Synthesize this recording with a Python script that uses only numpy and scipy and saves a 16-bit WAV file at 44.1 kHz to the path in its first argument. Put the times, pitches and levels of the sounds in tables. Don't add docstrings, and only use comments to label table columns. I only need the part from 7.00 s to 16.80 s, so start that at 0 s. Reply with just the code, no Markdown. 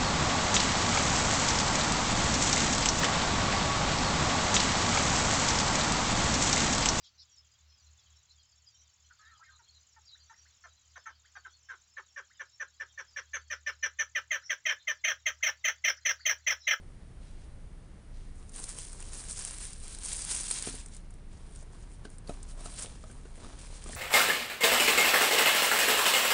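import sys
import numpy as np
from scipy import signal
from scipy.fft import rfft, irfft
from scipy.io import wavfile

SR = 44100
rng = np.random.default_rng(int(sys.argv[2]) if len(sys.argv) > 2 else 0)


def store_wav(level_fs):
    pcm = np.round(np.clip(np.atleast_2d(level_fs), -1, 1) * 32767)
    wavfile.write(sys.argv[1], SR, pcm.T.astype(np.int16))


def natural_amplitude(level_db):
    exponent = np.asarray(level_db, float) / 20
    return 10 ** exponent


N = 432180
T = np.arange(N) / SR


def wander(rate_hz, size):
    window = np.hanning(int(2 * SR / rate_hz))
    window = window / np.sqrt(np.sum(window ** 2))
    return signal.fftconvolve(rng.standard_normal(size + len(window) - 1), window, "valid")


def resonance(f, hz, width_hz, db):
    return natural_amplitude(db) / (1 + ((f - hz ** 2 / f) / width_hz) ** 2) ** 1.335


def add(out, start_s, x):
    i = int(start_s * SR)
    out[i:i + len(x)] += x[:N - i]


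def echo(x, t60_s, db, gap_s=0.00067):
    t = T[:SR // 2]
    decay = natural_amplitude(-60 * t / t60_s) * np.clip((t - gap_s) / 0.0011, 0, 1)
    tail = rng.standard_normal(len(t)) * decay
    return signal.fftconvolve(x, tail * natural_amplitude(db) / np.sqrt(np.sum(tail ** 2)))[:N]


def sweep(hz, shape):
    return np.sqrt(2) * shape * np.sin(2 * np.pi * np.cumsum(hz) / SR)


# (frequency [Hz], density [dB per Hz])
AIR_SPECTRUM = [(76, -42), (130, -10.5), (162, -11.5), (322, -20), (1200, -9.5), (1900, -11), (2800, -8.5),
                (6020, -9), (6940, -10.5), (7680, -12), (8150, -76), (9200, -38), (13500, -35.5),
                (15200, -23.5), (16200, -34)]
AIR_DB = -69.5


def air():
    f = np.arange(1, N // 2 + 2) * SR / N
    hz, db = np.transpose(AIR_SPECTRUM)
    shape = natural_amplitude(np.interp(np.log(f), np.log(hz), db))
    shape = shape + resonance(f, 77.4, 62, 1.4)
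    midband = (f > 150) & (f < 6200)
    rms = np.sqrt(np.sum(shape[midband] ** 2) * 2 / N)
    x = irfft(rfft(rng.standard_normal(N)) * shape / rms, N)
    return x * natural_amplitude(AIR_DB - 4 + 0.83 * wander(3.45, N))


# (time [s], level [dB])
DRONE_SWELL = [(0.0, -74), (0.4, -75.5), (0.8, -64), (1.5, -73.5), (4.3, -70.5), (5.5, -79.5), (5.85, -70),
               (6.1, -74.5), (6.4, -61), (7.3, -70), (7.55, -82), (8.0, -74.5), (8.35, -64), (8.65, -71),
               (9.55, -63), (9.8, -80)]
# (multiple of firing rate, level [dB])
DRONE_ORDERS = [(.5, -22), (1.5, -11.5), (2, -58)]
DRONE_HZ = 75
THROB_HZ, THROB_DEPTH, THROB_PEAK_S, THROB_ENDS_S = 4.3, 0.81, 0.904, 4.4


def engine():
    phase = 2 * np.pi * np.cumsum(DRONE_HZ + .5 * wander(1.92, N)) / SR
    swell_db = np.interp(T, *np.transpose(DRONE_SWELL))
    depth = THROB_DEPTH * np.clip((THROB_ENDS_S - T) / 0.27, 0, 1)
    throb = depth * np.cos(2 * np.pi * THROB_HZ * (T - THROB_PEAK_S))
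    out = natural_amplitude(swell_db) * (1 + throb) * np.sin(phase)
    for k, order_db in DRONE_ORDERS:
        level_db = -68 + 0.46 * (swell_db + 64.5) + order_db + 1.9 * wander(5, N)
        out += natural_amplitude(level_db) * np.sin(k * phase)
    return np.sqrt(2) * out


# (time [s], length [s], pitch [Hz], spread [Hz], level [dB])
TWITTER = [(0.02, 0.06, 4510, 1745, -66), (0.175, 0.057, 4800, 1510, -62), (0.31, 0.038, 5690, 300, -57.5),
           (0.365, 0.032, 5230, 250, -57.5), (1.152, 0.024, 5500, 227, -66),
           (3.04, 0.039, 5540, 250, -65.5), (1.657, 0.034, 4890, 553, -62), (1.771, 0.067, 5820, 639, -67),
           (2.476, 0.028, 5530, 282, -65), (2.528, 0.046, 4050, 224.4, -65.5),
           (2.673, 0.041, 4300, 211, -66), (2.711, 0.095, 4000, 435, -71), (3.075, 0.095, 3940, 425, -62),
           (3.19, 0.053, 4500, 606, -64), (3.358, 0.072, 5700, 366.2, -64), (4.525, 0.026, 4290, 209, -63),
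           (3.05, 0.061, 4780, 200, -62), (5.506, 0.075, 5500, 324.7, -64), (7.419, 0.12, 5520, 572, -57),
           (7.787, 0.046, 3820, 574, -66), (8.966, 0.014, 5540, 933, -60.5), (9.175, 0.091, 4360, 735, -64),
           (9.59, 0.13, 3930, 322.5, -58), (9.59, 0.095, 5340, 726, -59)]
# (time [s], level [dB])
WHITS = [
    (3.145, -64),
    (3.326, -62.5),
    (3.449, -64),
    (4.242, -63),
    (5.299, -62.5),
    (7.421, -60.5),
    (8.402, -63),
    (8.972, -61.5),
    (9.192, -58),
    (9.391, -68),
]


def far_birds():
    flock, whits = np.zeros((2, N))
    haze = [(9.7 * a, 0.027 + .04 * b, 3000 + 3100 * c, 250, -79 + 6 * d ** 2) for a, b, c, d in rng.random((900, 4))]
    for s, length_s, hz, spread_hz, db in TWITTER + haze:
        u = np.linspace(0, 1, int((length_s + 0.0063) * SR))
        for offset in np.linspace(-.5, .5, int(spread_hz / 350) + 3)[1:-1]:
            fall_hz = (120 + .2 * spread_hz) * (.5 - u)
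            burr_hz = (50 + .08 * spread_hz) * wander(200, len(u))
            warble_hz = hz + spread_hz * 1.6 * offset + fall_hz + burr_hz
            shape = np.sin(np.pi * u) * natural_amplitude(db - 5.0 + 4.55 * wander(60, len(u)))
            add(flock, s, sweep(warble_hz, shape))
    u = np.linspace(0, 1, int(.027 * SR))
    for s, db in WHITS:
        shape = np.sin(np.pi * u ** 0.9) * natural_amplitude(db + 2 * wander(170, len(u)))
        add(whits, s, sweep(1150 + 1200 * u, shape))
    flock = natural_amplitude(1.5) * flock + echo(flock, 0.07, 0.058, gap_s=0.003)
    return flock + whits + echo(whits, 0.28, -4.5)


# (first [s], last [s])
TRILL = [(.042, .042), (.228, .359), (.446, .584), (.779, 1.358), (1.429, 2.063), (2.128, 4.037),
         (4.195, 5.741), (5.799, 6.539), (6.606, 7.761), (7.824, 8.881), (8.945, 9.755)]
INSECT_DB = -65


def insect():
    out = np.zeros(N)
    u = np.linspace(0, 1, int(.0125 * SR))
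    chirp = sweep(7850 - 1600 * u, np.sin(np.pi * u ** 1.52) ** 0.5)
    times = np.concatenate([np.linspace(a, b, round((b - a) / .062) + 1) for a, b in TRILL])
    for s, (a, b) in zip(times, rng.standard_normal((len(times), 2))):
        add(out, s - .0012, chirp * natural_amplitude(INSECT_DB + 1.2 * a))
        add(out, s + .0196, chirp * u ** .2 * natural_amplitude(INSECT_DB + 1.2 * b))
    return out + echo(out, 0.19, -7)


# (frequency
# [Hz], width [Hz], level [dB])
SIDE_RINGS = [(832, 84, -17.5), (4160, 460, -34.5), (9340, 420, -46.5), (11180, 1630, -44.5),
              (15120, 300, -26)]
WINDPIPE_HZ, WINDPIPE_WIDTH_HZ, BEAK_WIDTH_HZ = 3130, 407, 532
CHEST_HZ, CHEST_WIDTH_HZ = 615, 400


def voice(level_db, pitch_hz, throat_hz, pipe_db, beak_hz, beak_db, chest_db, hoarse, whistle, width_hz,
          chest_hz=CHEST_HZ, limp=0):
    n = len(pitch_hz)
    phase = 2 * np.pi * np.cumsum(pitch_hz * (1 + .03 * hoarse * wander(200, n))) / SR
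    shimmer = natural_amplitude(2.5 * hoarse * wander(250, n))
    out, power = 0, 0
    limp = limp * natural_amplitude(5 * wander(60, n))
    ring_gain = natural_amplitude(beak_db + 1.18 * (level_db.max() + 30.5))
    for k in np.r_[1:int(16000 / pitch_hz.min()), 1.5:12]:
        f = k * pitch_hz
        gain = resonance(f, throat_hz, width_hz, 0)
        gain = gain + resonance(f, chest_hz, CHEST_WIDTH_HZ, chest_db)
        gain = gain + resonance(f, WINDPIPE_HZ, WINDPIPE_WIDTH_HZ, pipe_db)
        gain = gain + resonance(f, beak_hz, BEAK_WIDTH_HZ, beak_db)
        gain = gain + ring_gain * sum(resonance(f, *ring) for ring in SIDE_RINGS)
        gain = gain * np.minimum(f / chest_hz, 1) ** 4 * (f < 16000)
        if k != 3:
            gain = gain * (1 - whistle)
        if k % 1:
            gain = gain * limp * min(k / 2.5, 1)
        rough = hoarse * min(k / 3, 1) ** 1.5
        breath = rough * (wander(456, n) + 1j * wander(397, n))
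        out = out + gain * np.imag((1 - rough + breath) * np.exp(1j * (k * phase + 0.55 * k ** 2)))
        power = power + (f < 3600) * gain ** 2 * ((1 - rough) ** 2 / 2 + rough ** 2)
    fade_in = np.minimum(np.arange(n) / 90, 1)
    return out * shimmer * natural_amplitude(level_db) / np.sqrt(power) * fade_in


# (time [s], level [dB], pitch [Hz], throat [Hz])
WHINE = [
    [(2.098, -69.5, 487, 1450), (2.11, -53.5, 488, 1440), (2.145, -74, 445, 1350)],
    [(2.192, -64, 423, 1410), (2.25, -60.5, 427, 1570), (2.3, -60.5, 471, 1690), (2.338, -63.5, 431, 1434),
     (2.385, -70, 402, 1090)],
    [(2.39, -71, 328, 1010), (2.422, -57, 335, 1290), (2.45, -66, 299, 2180), (2.5, -60, 317, 1570),
     (2.57, -73.5, 304, 1110)],
]


def whine():
    out = np.zeros(N)
    for breath in WHINE:
        s, *columns = np.transpose(breath)
        t = np.arange(s[0], s[-1], 1 / SR)
        db, hz, throat_hz = (np.interp(t, s, c) for c in columns)
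        add(out, s[0], voice(db, hz, throat_hz, pipe_db=-50, beak_hz=6000, beak_db=-46.5, chest_db=-45,
                             hoarse=0.32, whistle=0, width_hz=390))
    return out


ATTACK_S, ATTACK_DB, SAG_DB, RELEASE_DB_PER_S = .011, 6, 5, 1073
ACCENT_DB, ACCENT_S, WHISTLE_S = 3, 0.0057, 0.0082
SECOND_BEAT_S, SECOND_BEAT_DB, DIP_DB = .036, 4, 4
SHARP, SHARP_S, DROOP_SOFT, DROOP_LOUD = 0.1564, 0.00817, 0.22, 0.091
THROAT_HZ, THROAT_HZ_PER_DB, THROAT_SHUT_HZ = 2127, 43, 1615
THROAT_FALL, THROAT_WIDTH_HZ = 0.21, 916
WINDPIPE_DB, WINDPIPE_DB_PER_DB, WINDPIPE_SHUT_DB = -6.5, 1.2, -34
BEAK_HZ, BEAK_FALL = 6139, 0.067
CHEST_DB, CHEST_SINK, CHEST_LATE_S = -19.5, 0.15, 0.012


def cluck(s, length_s, db, hz, beak_db, full, double):
    t = np.arange(-.006, length_s + 0.027, 1 / SR)
    effort = np.clip((db + 53) / 24, 0, 1)
    progress = np.clip(t / length_s, 0, 1.6)

    def bump(at_s, width_s):
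        return np.exp(-((t - at_s) / width_s) ** 2)

    again = double * bump(SECOND_BEAT_S, 0.0042)
    opening = np.clip((WHISTLE_S * 0.75 - t) / 0.0042 + 1, 0, 1)
    whistling = np.clip((0.18 + 0.52 * effort) * opening + 0.6 * again, 0, 1)
    hoarse = np.interp(effort, (0, .4, 1), (.18, .4, .31))
    rough = np.clip(hoarse * (1 - .7 * whistling + .9 * progress ** 3), 0, 1)

    level_db = db - ATTACK_DB * np.clip(1 - t / (ATTACK_S * (1.6 - effort)), 0, 1)
    level_db = level_db - 8000 * np.maximum(-t, 0)
    level_db = level_db - SAG_DB * (1.8 - effort) * np.minimum(progress, 1) ** 2
    level_db = level_db - RELEASE_DB_PER_S * np.maximum(t - length_s, 0)
    level_db = level_db + ACCENT_DB * full * bump(0.0061, ACCENT_S)
    level_db = level_db + double * SECOND_BEAT_DB * bump(SECOND_BEAT_S + .006, .006)
    level_db = level_db - double * DIP_DB * bump(SECOND_BEAT_S - .008, .007)

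    sharp = (.15 + .85 * full) / (1 + np.exp((t - SHARP_S) / .0025))
    beat_width_s = np.where(t < SECOND_BEAT_S, .004, .011)
    sharp = sharp + double * 1.1 * bump(SECOND_BEAT_S, beat_width_s)
    droop = np.interp(effort, (.2, .4, 1), (.03, DROOP_SOFT, DROOP_LOUD)) * progress ** (4.5 + 3 * double)
    pitch_hz = hz * (1 + SHARP * sharp) * (1 - np.minimum(droop, .34))

    sink = np.minimum(droop + CHEST_SINK * (1 - effort) * progress ** 2, .5)
    chest_hz = CHEST_HZ + np.interp(effort, (.1, .3, .7), (260, 130, 0))
    chest_hz = chest_hz * (1 + SHARP * sharp) * (1 - sink)
    chest_db = CHEST_DB + 15 * max(1 - 1.53 * effort, 0)
    chest_db = chest_db - 12 * np.clip(1 - t / CHEST_LATE_S, 0, 1) - 9 * again
    chest_db = chest_db + (6 - 4 * effort) * np.minimum(progress, 1.2) ** 2

    throat_hz = max(THROAT_HZ + THROAT_HZ_PER_DB * (db + 29.5), THROAT_SHUT_HZ)
    throat_hz = throat_hz * (1 - THROAT_FALL * (.4 + .6 * effort) * np.minimum(progress, 1.2) ** 1.36)
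    pipe_db = max(WINDPIPE_DB + WINDPIPE_DB_PER_DB * (db + 28), WINDPIPE_SHUT_DB)
    beak_hz = BEAK_HZ * (1 + 0.027 * rng.standard_normal() - BEAK_FALL * np.minimum(progress, 1.3))
    sound = voice(level_db, pitch_hz, throat_hz, pipe_db, beak_hz, beak_db, chest_db, rough, whistling,
                  width_hz=THROAT_WIDTH_HZ * (.5 + .5 * effort), chest_hz=chest_hz, limp=0.35 * effort)
    return s + t[0], sound


# (time [s], voiced length [s], level [dB], pitch [Hz], beak ring [dB])
SOFT_CLUCKS = [(2.593, 0.021, -57, 467, -6), (2.964, 0.023, -56, 449, -24), (3.298, 0.026, -51.5, 450, -11),
               (3.639, 0.029, -48, 347.7, -14.5), (3.959, 0.022, -44.5, 355.4, -12),
               (4.059, 0.039, -43.5, 448, -13.5), (4.355, 0.027, -44.5, 397, -15.5),
               (4.45, .024, -46, 506, -20), (4.689, 0.052, -43.5, 532, -18),
               (4.969, 0.026, -39.5, 574, -21), (5.163, 0.038, -39, 582, -14.5),
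               (5.397, .026, -38.5, 586, -13.5), (5.6, 0.031, -37.5, 593.3, -8),
               (5.8, 0.031, -38, 580, -13.5), (5.978, 0.033, -38, 577.6, -7), (6.163, 0.035, -35, 567, -5),
               (6.335, 0.034, -33.5, 570, -5.5), (6.503, 0.035, -33, 599, -1.5),
               (6.665, 0.034, -31.5, 589.7, -3.5), (6.828, 0.035, -31, 593.5, -2),
               (6.989, 0.034, -31, 599, -0.5)]
FULL_CLUCKS = [
    (7.152, 0.033, -30, 598, -6),
    (7.308, .056, -30.5, 607.6, -5.5),
    (7.497, 0.033, -30, 603, -2.5),
    (7.874, 0.04, -29.5, 615, -4),
    (8.259, 0.036, -28, 615, -2),
]
DOUBLE_CLUCKS = [
    (7.655, 0.069, -29, 608, -4.5),
    (8.041, 0.075, -28.5, 611.3, -1.5),
    (8.428, 0.066, -28, 610, 1),
    (8.643, 0.058, -28, 599.4, 0),
    (8.842, 0.063, -27, 606, 1.5),
    (9.053, 0.06, -28, 595, 2.5),
    (9.255, 0.064, -27.5, 605.7, 2),
    (9.467, 0.06, -28, 595, 1.5),
    (9.671, 0.064, -27, 604, -2.5),
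]


def partridge():
    out = whine()
    for rows, full, double in ((SOFT_CLUCKS, False, False), (FULL_CLUCKS, True, False), (DOUBLE_CLUCKS, True, True)):
        for row in rows:
            add(out, *cluck(*row, full, double))
    out = out - .8 * signal.lfilter(*signal.iirpeak(4750, 4, fs=SR), out)
    return signal.sosfilt(signal.butter(6, 310, "high", fs=SR, output="sos"), out)


def scene():
    bed = air() + engine() + far_birds() + insect()
    bird = partridge()
    bird = bird + echo(bird, 0.12, -7.5) + echo(bird, 0.25, -32.0, gap_s=0.026)
    return (bed + bird)[None]


def top_cut(x):
    return signal.sosfilt(signal.butter(12, 17110, fs=SR, output="sos"), x)


def record(dry):
    return top_cut(dry)


dry = scene()
out = record(dry)
store_wav(out)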